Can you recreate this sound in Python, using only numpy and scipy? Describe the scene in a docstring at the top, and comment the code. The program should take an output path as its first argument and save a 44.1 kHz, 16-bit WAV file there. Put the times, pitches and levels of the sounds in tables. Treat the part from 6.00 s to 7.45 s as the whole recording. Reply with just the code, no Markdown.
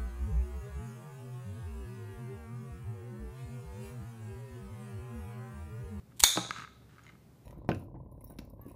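"""A faint tick, a short crunch, then a sharp snap: hand cutters bite through a thick coaxial cable.
The braid breaks strand by strand; the jaws shut and chatter, and their steel and a small live room ring.
The offcut lands on the workbench mat and tumbles, each impact exciting the modes of mat and bench.
Then the cable ticks and creaks softly in the fingers, over a low room hum."""
import sys
import numpy as np
from scipy import signal
from scipy.fft import rfft, irfft, next_fast_len
from scipy.io import wavfile

SR = 44100
rng = np.random.default_rng(int(sys.argv[2]) if len(sys.argv) > 2 else 0)


def generate_wav(signal):
    """Clip the signal to [-1, 1] and save it as 16-bit WAV at the path in sys.argv[1]."""
    frames = np.transpose(np.atleast_2d(signal))
    scaled = np.clip(frames, -1, 1) * 32767
    pcm = np.round(scaled).astype(np.int16)
    wavfile.write(sys.argv[1], SR, pcm)


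N = 63945
TIME = np.arange(N) / SR


def snap():
    """Impulsive excitation: the jaws break through and chatter, the steel rings and the tool jerks."""
    # jaw impacts: t/s, level/dB, T60/s, bass edge/Hz, treble edge/Hz
    impacts = [(.2359, -15, .014, 2500, 15000), (0.2371, -4.5, .018, 255.6, 15430),
               (.2388, -19.5, .014, 2464, 10000), (.2424, -10, .015, 2200, 8000),
               (.2462, -13, .014, 2200, 5500), (.2481, -16, .013, 2512, 4800)]
    # spectrum of the cracks: f/Hz, level/dB
    crack_spectrum = [(150, -12.5), (400, -12), (900, -6), (1300, -10.5), (1650, -10), (2250, -13),
                      (2700, -15.5), (3600, -2), (4400, -6), (5200, -15.5), (6600, -1.5), (7400, -9),
                      (8700, -9), (11500, -16), (14000, -11)]
    # modes of the cutters: f/Hz, level/dB, T60/s
    steel_modes = [(1630, -31, .06), (2240, -27, .1), (3590, -15, .05), (3558, -23, .36), (3655, -37, .4),
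                   (3747, -37, .45), (4395, -28, .18), (5770, -32, .08), (6503, -33, .36), (6691, -32, .42),
                   (7224, -42, .36), (8689, -41, .33)]
    cracks = np.zeros(N)
    for start, db, t60, bass_hz, treble_hz in impacts:
        burst = rng.choice([-1, 1], N) * from_db(db) * decay(start, t60)
        cracks += high_pass(low_pass(burst, treble_hz), bass_hz)
    blow = np.zeros(N)
    blow[int(impacts[1][0] * SR)] = 1  # the strongest impact rings the steel
    steel = sum((-1) ** k * from_db(db) * ring(blow, hz, t60)
                for k, (hz, db, t60) in enumerate(steel_modes))
    jolt_width_s, jolt_db = .004, -29
    u = (TIME - impacts[0][0]) / jolt_width_s
    jolt = from_db(jolt_db) * (u ** 2 - 1) * np.exp(-u ** 2 / 2)  # one low pulse as the cable gives
    return colour(cracks, crack_spectrum) + steel + jolt


def snap_reverberation():
    """Reverberation holds the colour of the steel; flutter echo between near walls ripples its decay."""
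    # the room's answer to the snap: f/Hz, level/dB
    spectrum = [(60, -38.5), (150, -29), (400, -22.5), (900, -17.5), (1600, -12.5), (1900, -15.5),
                (2250, -8.5), (2900, -28), (3350, -6.5), (3650, -0.5), (4000, -4), (4400, -12), (5300, -16),
                (6000, -10), (6650, -2.5), (7100, -12), (8500, -11.5), (10500, -10.5), (15000, -12.5)]
    start_s, flutter_hz, flutter_depth = .241, 81, .15
    flutter = 1 + flutter_depth * np.cos(2 * np.pi * flutter_hz * (TIME - start_s))
    return from_db(-22.8) * colour(diffuse_field(start_s) * flutter, spectrum)


def crunch():
    """Acoustic emission: jacket and braid give way under the blades in many tiny fractures."""
    # pushes of the blades: t/s, duration/s, level/dB
    pushes = [(.160, 0.033, -62.5), (.1945, 0.0047, -33), (.1985, .011, -27.5), (.206, 0.0087, -34),
              (.214, .016, -41), (.2275, .007, -28.5)]
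    # breaking strands: f/Hz, level/dB
    spectrum = [(120, -20.5), (350, -18), (750, -19), (980, -0.5), (1250, -22.5), (2200, -9), (2800, -6.5),
                (3800, -3.5), (5200, -11), (8500, -1), (11000, -9), (15000, -11.5)]
    return high_pass(friction(pushes, spectrum, grains_per_s=8600), edge_hz=248)


def offcut():
    """Impacts excite damped modes: the cut end lands and tumbles; later the bench takes a soft bump."""
    # knocks on the bench: t/s, level/dB, treble edge/Hz
    knocks = [(.3575, -15.5, 1200), (.3726, -0.5, 4800), (.3752, -13, 1550), (.3772, -12, 1740),
              (.3825, -9, 1080), (.389, -17, 500), (.448, -19.5, 2420), (.4905, -23, 1990),
              (1.128, -22.5, 197)]
    # modes of mat and bench: f/Hz, level/dB, T60/s
    bench_modes = [(119, -32, 0.15), (177.4, -26, 0.072), (255, -32, 0.057), (327, -25.5, 0.054),
                   (505, -22, 0.025), (647, -17.5, 0.01), (837, -29, 0.06), (1014, -25, 0.033),
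                   (1278, -29.5, 0.059), (1563, -25.5, 0.018), (2570, -25.5, 0.0077), (4500, -23, 0.0073)]
    return in_room(high_pass(strike(knocks, bench_modes), edge_hz=104), wet_db=-10.5)


def cable_ticks():
    """Heavy damping makes each small impulse in the handled cable a short tick."""
    # ticks in the fingers: t/s, level/dB, treble edge/Hz
    ticks = [(.119, -29, 1000), (.5078, 0, 14000), (.5622, -9, 3000), (.5745, -20, 2000), (.586, -19, 2500),
             (.5953, -14, 5000), (.6025, -20, 4000), (.6207, -11.5, 1900), (.639, -14, 2500),
             (.6475, -13, 2300), (.6755, -17.5, 1800), (.968, -31, 1700), (.9822, -23, 1900),
             (.9925, -23, 1900), (1.095, -26, 2500), (1.102, -31, 2000), (1.153, -30, 2000)]
    # modes of the cable: f/Hz, level/dB, T60/s
    cable_modes = [(171.44, -43, 0.05), (490, -44, .015), (930.7, -37.5, 0.0078), (1266, -24.5, .022),
                   (1614, -27.5, 0.023), (2120, -28.5, .012), (2800, -27.5, 0.0038), (4700, -26, 0.0023),
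                   (7500, -33.5, 0.0021), (11700, -38, 0.0009)]
    return in_room(strike(ticks, cable_modes), wet_db=-15)


def light_taps():
    """Small bodies have high natural frequencies: a wire end flicks and a hard part taps."""
    # contacts of the part and of the wire end: t/s, level/dB, treble edge/Hz
    taps = [(1.066, -3, 9000), (1.079, -6.5, 7000), (1.0915, -0.5, 3480)]
    flick = [(1.0365, -3, 14000)]
    # their modes: f/Hz, level/dB, T60/s
    part_modes = [(2085, -46.5, 0.029), (3020, -54.5, 0.023), (3910, -53, 0.012), (6830, -56, 0.013)]
    wire_modes = [(6720, -56, 0.028), (10870, -56, 0.0068)]
    return in_room(strike(taps, part_modes) + strike(flick, wire_modes), wet_db=-12.5)


def finger_rubs():
    """Sliding friction: skin catches and slips on the jacket."""
    # finger strokes: t/s, duration/s, level/dB
    strokes = [(.10, 0.037, -70.5), (.51, 0.15, -48.5), (.68, 0.24, -78), (.85, 0.24, -66.5),
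               (1.02, 0.14, -64)]
    # skin on the jacket: f/Hz, level/dB
    spectrum = [(30, -26), (60, -11), (140, 3.5), (300, -5.5), (600, -14), (980, -7), (1250, 2), (1650, -2),
                (2100, -5), (4000, -14), (8000, -20), (14000, -35)]
    return friction(strokes, spectrum, grains_per_s=3800)


def room_tone():
    """Background noise: a continuous spectrum of rumble and hiss, with a line spectrum of hum."""
    # rumble and hiss: f/Hz, level/dB
    air_spectrum = [(20, -26.5), (40, -24.5), (65, -3.5), (90, -9), (125, -4.5), (180, -8.5), (260, -14),
                    (400, -20.5), (700, -25), (1400, -32.5), (3000, -38.5), (7000, -42), (15000, -42)]
    # hum tones: f/Hz, rms level/dB
    tones = [(68, -70.5), (119, -65), (399, -76)]
    gain = from_db(at_hz(air_spectrum, np.fft.rfftfreq(N, 1 / SR)))
    air = irfft(rfft(rng.standard_normal(N)) * gain, N)
    hum = sum(from_db(db) * np.sqrt(2) * np.sin(2 * np.pi * (hz * TIME + rng.random()))
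              for hz, db in tones)
    return from_db(-59) * unit_rms(air) + hum


def strike(hits, modes, spread_db=1.0):
    """Modal superposition: each contact rings all modes; a soft one barely stirs the high ones."""
    starts, db, edge_hz = np.transpose(hits)
    scatter_db = spread_db * rng.standard_normal((len(hits), len(modes)))
    out = np.zeros(N)
    for k, (hz, mode_db, t60) in enumerate(modes):
        rolloff = np.hypot(1, (hz / edge_hz) ** 2)
        clicks = np.zeros(N)
        clicks[(starts * SR).astype(int)] = from_db(db + mode_db + scatter_db[:, k]) / rolloff
        out += (-1) ** k * ring(clicks, hz, t60)
    return out


def ring(clicks, hz, t60):
    """Damped oscillator: a unit impulse starts a decaying sine of amplitude 1."""
    radius, angle = np.exp(-np.log(1000) / (t60 * SR)), 2 * np.pi * hz / SR
    return signal.lfilter([0, np.sin(angle)], [1, -2 * radius * np.cos(angle), radius ** 2],
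                          clicks + 1e-18)


def friction(strokes, spectrum, grains_per_s, spread_db=5.5):
    """Shot noise: dense tiny breaks of uneven size swell and fade under each stroke."""
    sizes = from_db(spread_db * np.minimum(rng.exponential(1, N), 4)) * rng.choice([-1, 1], N)
    grains = unit_rms(sizes * (rng.random(N) < grains_per_s / SR))
    force = sum(from_db(db) * np.sin(np.pi * np.clip((TIME - start) / length, 0, 1))
                for start, length, db in strokes)
    return colour(grains * force, spectrum)


def diffuse_field(start, rise_s=.014):
    """A diffuse field builds up, then decays at its own rate in each half octave."""
    # reverberation time of the room: f/Hz, T60/s
    room_t60 = [(200, 0.26), (1300, 0.53), (3700, 0.73), (6500, .61), (9000, .48), (14000, 0.15)]
    noise, hz = rfft(rng.standard_normal(N)), np.fft.rfftfreq(N, 1 / SR)
    centres = np.geomspace(125, 16000, 15)
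    out = np.zeros(N)
    for centre, share in zip(centres, np.eye(len(centres))):
        band = irfft(noise * np.interp(hz, centres, share), N)
        out += band * decay(start, at_hz(room_t60, centre))
    return out * np.clip((TIME - start) / rise_s, 0, 1)


def in_room(x, wet_db):
    """Convolution with the room's impulse response adds reverberation to the direct sound."""
    response = unit_rms(diffuse_field(0)) / np.sqrt(N)
    return x + from_db(wet_db) * signal.fftconvolve(x, response)[:N]


def colour(x, spectrum):
    """Minimum-phase filter with the given spectral shape and unit power gain."""
    size = 2 * next_fast_len(N)
    gain = unit_rms(from_db(at_hz(spectrum, np.fft.rfftfreq(size, 1 / SR))))
    cepstrum = irfft(np.log(gain))
    cepstrum[1:size // 2] *= 2  # folding onto positive time makes the filter causal
    cepstrum[size // 2 + 1:] = 0
    return irfft(rfft(x, size) * np.exp(rfft(cepstrum)))[:N]


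def low_pass(x, edge_hz):
    """Second-order roll-off above the edge."""
    return signal.sosfilt(signal.butter(2, edge_hz, fs=SR, output="sos"), x + 1e-18)


def high_pass(x, edge_hz):
    """Second-order roll-off below the edge."""
    return signal.sosfilt(signal.butter(2, edge_hz, "high", fs=SR, output="sos"), x + 1e-18)


def decay(start, t60):
    """Exponential decay: a jump to 1, then a fall of 60 dB per t60."""
    return (TIME >= start) * np.exp(-np.log(1000) * np.clip((TIME - start) / t60, 0, 5))


def at_hz(points, hz):
    """Interpolation on a log-frequency axis."""
    f, value = np.transpose(points)
    return np.interp(np.log(np.maximum(hz, 1)), np.log(f), value)


def from_db(db):
    """Level to amplitude ratio."""
    return 10 ** (np.asarray(db) / 20)


def unit_rms(x):
    """Normalisation to unit power."""
    return x / np.sqrt(np.mean(x ** 2) + 1e-20)


def scene():
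    """Superposition: all sources add at one microphone above the bench."""
    cut = crunch() + snap() + snap_reverberation() + offcut()
    handling = cable_ticks() + light_taps() + finger_rubs()
    return (cut + handling + room_tone())[None]


def record(dry):
    """Soft saturation rounds the highest peaks; a steep low-pass limits the bandwidth."""
    cutoff_hz = 15300
    return signal.sosfilt(signal.ellip(10, .2, 70, cutoff_hz, fs=SR, output="sos"), np.tanh(dry))


dry = scene()
out = record(dry)
generate_wav(out)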